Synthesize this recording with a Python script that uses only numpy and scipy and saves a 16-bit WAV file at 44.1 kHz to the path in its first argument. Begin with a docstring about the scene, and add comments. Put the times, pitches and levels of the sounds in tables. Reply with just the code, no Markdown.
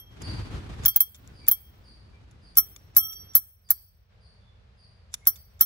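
"""A twist bell on a bicycle handlebar, close by in a quiet yard: choked modal dings in short bursts.
At the start one twist is dying away; traffic noise and bird chirps (raspy falling tones) run throughout.
Early on the hand, lumpy coloured noise, rumbles along the grip and the plastic ratchet ticks.
Faint squeaks join after a second; the background level dips after twists, once for longer.
Fingers choke most dings; each blow rattles the plastic housing, noise bursts through resonators."""
import sys
import numpy as np
from scipy import signal
from scipy.fft import irfft
from scipy.io import wavfile

SR = 44100
rng = np.random.default_rng(int(sys.argv[2]) if len(sys.argv) > 2 else 0)


def inscribe(sig):
    """Save sig as 16-bit PCM at rate SR to the path in sys.argv[1].

    A 1-D sig is mono; a 2-D sig holds one channel per row.
    Samples are clipped to [-1, 1] before scaling.
    """
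    pcm = np.round(np.clip(np.atleast_2d(sig).T, -1, 1) * 32767)
    wavfile.write(sys.argv[1], SR, pcm.astype(np.int16))


N = 249165
TIME = np.arange(N) / SR


def from_db(db):
    """Decibels to amplitude gain."""
    return 10 ** (np.asarray(db) / 20)


def rms_one(x):
    """Scale to unit rms."""
    return x / np.sqrt(np.mean(x ** 2) + 1e-20)


def fade(t, t60_s):
    """Exponential decay by 60 dB in t60_s."""
    return np.exp(-np.log(1000) * t / max(t60_s, 1e-3))


def add(out, start_s, sound):
    """Mix a sound in at start_s, cropped to the scene."""
    at = round(start_s * SR)
    sound = sound[..., max(-at, 0):N - at]
    out[..., max(at, 0):max(at, 0) + sound.shape[-1]] += sound


def at_hz(points, hz):
    """Read a table on a log-frequency axis."""
    point_hz, value = np.transpose(points)
    return np.interp(np.log(hz + 1), np.log(point_hz), value)


def drift(rate_hz):
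    """Smooth random curve, rms 1, from rate_hz knots per second."""
    knots = rng.standard_normal(int(N / SR * rate_hz) + 2)
    return rms_one(np.interp(TIME * rate_hz, np.arange(len(knots)), knots))


def stereo(mid, side, alike):
    """Left and right with a given likeness (correlation, -1 to 1)."""
    alike = np.clip(alike, -1, 1)
    return np.sqrt(1 + alike) * mid + np.sqrt(1 - alike) * side * [[1], [-1]]


# bell twists, two blows each: (time [s], level [dB], gap to second blow [s],
# second blow re first [dB], first choked t60 of 7-13.5 kHz modes [s],
# choked modes below 7 kHz [dB], extra free ring of second blow as the fingers lift [dB])
TWISTS = [(-.1, 3.5, 0.016, 9.5, .025, -6.5, 4), (0.8583, -9.5, 0.022, -7.5, .028, 1.5, 0),
          (0.9608, -10, .0437, -2.5, .032, -4.5, -4), (1.483, -8.5, 0.03, -5.5, .025, -5, -0.5),
          (2.571, -13, 0.012, 2, .15, 4.5, 7.5), (2.966, -9.5, 0.014, -8, .12, -2.5, 31),
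          (3.3511, -9.5, .0142, -6, .086, -2.5, -2), (3.705, -10.5, 0.011, -17.5, .05, -4, -1.5),
          (5.2706, -11.5, 0.015, -10, .09, 3, 2.5), (5.6095, -9, 0.0065, -10, .056, 3.5, 25)]
SECOND_T60_S = 0.086
FREE_RING_DB = -56.5  # what escapes the resting fingers, before the lift


def blows():
    """Each twist throws the clapper twice: rows (s, level dB, choked t60 s, low modes dB, free ring dB)."""
    rows = []
    for s, db, gap_s, again_db, first_t60_s, low_db, lift_db in TWISTS:
        rows.append((s, db, first_t60_s, low_db, FREE_RING_DB))
        rows.append((s + gap_s, db + again_db, SECOND_T60_S, low_db, FREE_RING_DB + lift_db))
    return rows


# dome modes: (frequency [Hz], struck level [dB], free ring level [dB], free t60 [s],
# nominal beat with twin mode [Hz], left re right [dB], left phase lead [rad])
DOME = [(1307.4, -33.5, -34.5, 1.4, 2.4, 9, 1), (3262, -24, -8.5, 0.71, 9.7, -1, -2.5),
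        (5667, -17, -12.5, 1.05, 16, -5.5, 1.5), (7870, -29.5, -25.5, 0.32, 9, -6, 0),
        (8494, -9, -11, 0.27, 12, 0.5, -3), (11160, -23, -19, 0.41, 8, 5.5, -3),
        (11799, 2.5, -4.5, .5, 46, -0.5, 1.08), (14400, -41.5, -33.5, .3, 15, -2, 0),
        (15550, 0.5, -13, .4, 12, 0.5, 0.43), (15660, -19.5, -24.5, .45, 12, -6, 3.3)]
LOW_EDGE_HZ, TOP_EDGE_HZ = 7000, 13500
LOW_HOLD, TOP_T60_S = 1.287, 0.058  # choked decay: low modes' t60 ratio; top modes' t60
CHOKED_TWIN, FREE_TWIN = 0.1, 0.72  # twin mode amplitude re main
FINGERTIPS_FROM_S = 2  # whole hand grips until then, afterwards only the fingertips
SECOND_MODE_HAND_DB, SECOND_MODE_FINGERTIPS_DB = 10, -6.5


def dome(pressure_waver=0.83):
    """Each blow rings all modes; the fingers choke most of it, the rest rings on and beats."""
    out, t = np.zeros((2, N)), TIME[:int(0.7 * SR)]
    ears = np.array([[0.5], [-0.5]])
    strikes = blows()
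    next_blows = [row[0] for row in strikes[1:]] + [np.inf]
    for (s, db, t60_s, low_db, free_db), next_s in zip(strikes, next_blows):
        second_db = SECOND_MODE_HAND_DB if s < FINGERTIPS_FROM_S else SECOND_MODE_FINGERTIPS_DB
        # the clapper stops the old vibration as it starts the new one
        onset = 1 - fade(t, 0.0028)
        contact = onset * fade(np.maximum(s + t - next_s, 0), 0.012)
        u = t[:np.flatnonzero(contact > 1e-5)[-1]]
        # wavering finger pressure makes the beats uneven
        pressure = 1 + pressure_waver * drift(20)[:len(u)]
        for k, (hz, struck_db, ring_db, ring_t60_s, beat_hz, pan_db, lead_rad) in enumerate(DOME):
            phase, twin_phase = rng.uniform(0, 2 * np.pi, 2)
            # low modes take their own level and hold out longer against the fingers
            low = hz < LOW_EDGE_HZ
            if hz > TOP_EDGE_HZ:
                choked_t60_s = TOP_T60_S
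            else:
                choked_t60_s = t60_s * LOW_HOLD if low else t60_s
            choked = from_db(db + struck_db + low_db * low) * fade(u, choked_t60_s)
            free = from_db(ring_db + free_db) * fade(u, ring_t60_s)
            # the dome is not quite round, so each mode has a twin nearby
            beat = np.exp(-2j * np.pi * beat_hz * np.cumsum(pressure) / SR)
            choked_swing = choked * (1 + CHOKED_TWIN * beat) / (1 + CHOKED_TWIN)
            free_swing = free * (1 + FREE_TWIN * beat * np.exp(1j * twin_phase))
            # the second mode depends on where the hand lies
            strength = from_db(second_db * (k == 1))
            carrier = np.exp(1j * (2 * np.pi * hz * u + phase))
            wave = strength * contact[:len(u)] * (choked_swing + free_swing) * carrier
            # mode lobes reach the two microphones with different strength and phase
            add(out, s, (wave * from_db(ears * pan_db) * np.exp(1j * ears * lead_rad)).real)
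    return out


def bursts(events, rise_t60_s, lead_db, lead_t60_s):
    """Force of each snap: a short scrape as the spring loads, then a quick decay."""
    level, t = np.zeros(N), TIME[:SR // 2]
    for s, db, t60_s in events:
        add(level, s, from_db(db) * fade(t, t60_s) * (1 - fade(t, rise_t60_s)))
        scrape = fade(t, lead_t60_s)[::-1]
        add(level, s - len(t) / SR, from_db(db + lead_db) * scrape)
    return level


# left-right likeness of the plastic parts: (frequency [Hz], correlation [-1 to 1])
NEAR_LIKENESS = [(150, 0.93), (600, 0.062), (2000, -0.24), (5000, -0.15), (12000, 0.93)]


def rattle(level, resonances, rough_db):
    """Plastic chatters in uneven micro-contacts, each ringing the resonances in its own way."""
    out = np.zeros((2, N))
    force = level * rms_one(from_db(rough_db * drift(900)))
    for hz, width_hz, db in resonances:
        mid, side = rng.standard_normal((2, N))
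        contacts = stereo(mid, side, at_hz(NEAR_LIKENESS, hz))
        r = np.exp(-np.pi * width_hz / SR)
        poles = [1, -2 * r * np.cos(2 * np.pi * hz / SR), r * r]
        gain = from_db(db) * np.sqrt(1 - r * r) / 2
        out += gain * signal.lfilter([1, 0, -1], poles, force * contacts + 1e-18)
    return out


# plastic housing resonances: (frequency [Hz], width [Hz], relative level [dB])
HOUSING = [(170, 100, -13), (320, 150, -23), (823, 360, -16), (1313, 130, -14), (1575, 450, -7),
           (2246, 110, -14), (4000, 260, -8.5), (4745, 290, -8.5), (6200, 450, -6), (7710, 500, -7.5),
           (9990, 530, -3), (12300, 570, -8), (14900, 1100, -8.5)]
CLATTER_DB, CLATTER_T60_S = -17, 0.052  # level re the blow that shakes it


def clatter():
    """Each clapper blow shakes the housing into its resonances."""
    events = [(s, db, CLATTER_T60_S) for s, db, *_ in blows()]
    knocks = bursts(events, rise_t60_s=0.00056, lead_db=-5, lead_t60_s=0.02)
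    return from_db(CLATTER_DB) * rattle(knocks, HOUSING, rough_db=6.0)


# ratchet ticks as the fingers shift: (time [s], level [dB], t60 [s])
TICKS = [(.2185, -35.5, .025), (.8345, -44, 0.097), (.851, -27, 0.056), (1.145, -47.5, 0.068),
         (1.275, -48.5, 0.014), (2.31, -60, 0.039), (2.762, -35.5, 0.016), (3.126, -44.5, .055),
         (5.1401, -15.5, 0.021), (5.3568, -45.5, 0.048)]
# ratchet pawl resonances: (frequency [Hz], width [Hz], relative level [dB])
PAWL = [(1300, 600, -13), (2320, 150, -12.5), (3540, 140, -8.5), (5770, 850, -4.5), (7160, 330, -3.5),
        (10300, 620, -11), (12800, 1500, -18.5)]
PAWL_LEAD_S, PAWL_DB, PAWL_T60_S = 0.017, -46, 0.025  # slip before every twist


def ratchet():
    """The pawl snaps and rings, both on its ticks and just before every twist."""
    slips = [(s - PAWL_LEAD_S, PAWL_DB, PAWL_T60_S) for s, *_ in TWISTS]
    snaps = bursts(slips + TICKS, rise_t60_s=0.002, lead_db=-31.5, lead_t60_s=0.053)
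    return rattle(snaps, PAWL, rough_db=3.0)


# left-right likeness of grip and yard noise: (frequency [Hz], correlation [-1 to 1])
AIR_LIKENESS = [(100, 0.94), (250, 0.68), (500, 0.19), (1000, -0.016), (3000, -.1), (10000, 0.25)]


def noise(spectrum):
    """Stereo noise of a given colour, rms 1, shaped in the frequency domain."""
    hz = np.arange(N // 2 + 1) * SR / N
    mid, side = rng.standard_normal((2, len(hz))) + 1j * rng.standard_normal((2, len(hz)))
    both = stereo(mid, side, at_hz(AIR_LIKENESS, hz))
    return rms_one(irfft(both * from_db(at_hz(spectrum, hz)), N))


# hand sliding along the grip: (start [s], end [s], level before lumps [dB])
SLIDES = [(.23, 0.848, -37), (1.26, 1.46, -48), (1.704, 3.3, -56)]
SLIDE_RISE_DB_PER_S, SLIDE_FALL_DB_PER_S = 108.5, 326.5


def slides():
    """Rubbing level: each slide swells, holds and stops quickly."""
    level = np.zeros(N)
    for start_s, end_s, db in SLIDES:
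        rise_db = SLIDE_RISE_DB_PER_S * np.maximum(start_s - TIME, 0)
        fall_db = SLIDE_FALL_DB_PER_S * np.maximum(TIME - end_s, 0)
        level += from_db(db - rise_db - fall_db)
    return level


# skin rubbing on the grip: (frequency [Hz], relative density [dB per Hz])
RUB = [(25, -11), (45, -2), (100, 1), (170, -10), (260, -14), (370, -15.5), (540, -23.5), (1230, -25),
       (4000, -33), (7000, -43), (11000, -50), (16000, -65)]


def hand():
    """Skin grips and slips, so the rumble comes in lumps."""
    lumps = from_db(2 * drift(70))
    return slides() * lumps * noise(RUB)


# grip squeaks and, third, a distant whistle:
# (time [s], length [s], nominal pitch [Hz], level before direct and wall gains [dB])
SQUEAKS = [(1.386, 0.11, 2312, -52.5), (2.124, 0.029, 2340, -55.5), (4.355, 0.23, 3475, -67.5),
           (5.203, 0.056, 2160, -55.5)]


def squeaks(waver=0.012, direct_db=-8):
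    """Short wavering squeaks of the grip and one faint distant whistle, smeared by the walls."""
    out = np.zeros(N)
    for s, length_s, hz, db in SQUEAKS:
        swell = np.hanning(int(length_s * SR))
        pitch_hz = hz * (1 + waver * drift(300)[:len(swell)])
        add(out, s, from_db(db) * swell * np.sin(2 * np.pi * np.cumsum(pitch_hz) / SR))
    return from_db(direct_db) * out + walls(out, t60_s=0.47)


# chirps: (time [s], level before direct and wall gains [dB])
CHIRPS = [(0.214, -40), (0.801, -52), (1.336, -53.5), (1.835, -54), (2.415, -56), (3.108, -61.5),
          (3.642, -57), (4.205, -59), (4.771, -57.5), (5.3, -61)]
CHIRP_HZ = 5014  # every chirp starts here
BIRD_RASP = 0.038  # pitch roughness, share of CHIRP_HZ


def bird(length_s=0.1, fall=0.094, fall_s=0.029, octave_db=-15, direct_db=-6):
    """Thin raspy chirps that drop a little in pitch, mostly heard off the walls."""
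    out, t = np.zeros(N), TIME[:int(length_s * SR)]
    for s, db in CHIRPS:
        bend = BIRD_RASP * drift(350)[:len(t)] - fall
        pitch_hz = CHIRP_HZ * (1 + (1 - np.exp(-t / fall_s)) * bend)
        phase = 2 * np.pi * np.cumsum(pitch_hz) / SR
        swell = np.sqrt(np.abs(np.sin(np.pi * t / length_s)))
        tone = np.sin(phase) + from_db(octave_db) * np.sin(2 * phase)
        add(out, s, from_db(db) * swell * tone)
    return from_db(direct_db) * out + walls(out, t60_s=0.67)


# distant traffic and open air: (frequency [Hz], relative density [dB per Hz])
YARD = [(25, -25), (45, 0), (65, 6), (105, 0.5), (150, -11), (200, -11), (290, -31), (450, -17.5),
        (900, -24), (1800, -26), (3000, -30), (4700, -32), (7000, -46), (10000, -51.5), (14000, -63)]
YARD_DB = -55  # rms before dips


def yard():
    """Steady noise of low, distant traffic and open air."""
    return from_db(YARD_DB) * noise(YARD)


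DIP_DB, DIP_AFTER_S, DIP_WIDTH_S = 4.5, 0.18, 0.044  # after each twist
LONG_DIP_FROM_S, LONG_DIP_TO_S, LONG_DIP_EDGE_S, LONG_DIP_DB = 3.38, 4.12, 0.042, 8
BASS_EDGE_HZ, BASS_DIP_SHARE = 130, 0.54  # bass dips less than the rest


def dips(sound):
    """The level dips briefly at set times after each twist and stays low once for longer."""
    brief = sum(np.exp(-((TIME - s - DIP_AFTER_S) / DIP_WIDTH_S) ** 2) for s, *_ in TWISTS)
    inside_s = np.minimum(TIME - LONG_DIP_FROM_S, LONG_DIP_TO_S - TIME)
    long = np.clip(inside_s / LONG_DIP_EDGE_S, 0, 1)
    dip_db = -DIP_DB * brief - LONG_DIP_DB * long
    bass = signal.sosfiltfilt(signal.butter(2, BASS_EDGE_HZ, fs=SR, output="sos"), sound)
    return from_db(BASS_DIP_SHARE * dip_db) * bass + from_db(dip_db) * (sound - bass)


def walls(x, t60_s):
    """Diffuse reflections from the buildings around: decaying noise, different at each ear."""
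    t = TIME[:SR]
    tail = rng.standard_normal((2, SR)) * fade(t, t60_s) * (1 - fade(t, 0.02))
    return signal.fftconvolve(np.atleast_2d(x), rms_one(tail) / np.sqrt(SR), axes=-1)[:, :N]


def scene(dome_db=3, wall_db=-28):
    """Bell and ratchet in front, the hand on the grip, the yard behind."""
    bell = from_db(dome_db) * dome() + clatter() + ratchet()
    reflections = from_db(wall_db) * walls(bell, t60_s=0.52)
    return bell + reflections + dips(hand() + yard()) + bird() + squeaks()


def record(dry, low_cut_hz=36, clip_level=0.92, cutoff_hz=16200):
    """The microphone drops the deepest bass, the highest peaks are clipped, the top is cut."""
    sound = signal.sosfilt(signal.butter(4, low_cut_hz, "high", fs=SR, output="sos"), dry)
    sound = np.clip(sound, -clip_level, clip_level)
    return signal.sosfilt(signal.butter(24, cutoff_hz, fs=SR, output="sos"), sound)


dry = scene()
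out = record(dry)
inscribe(out)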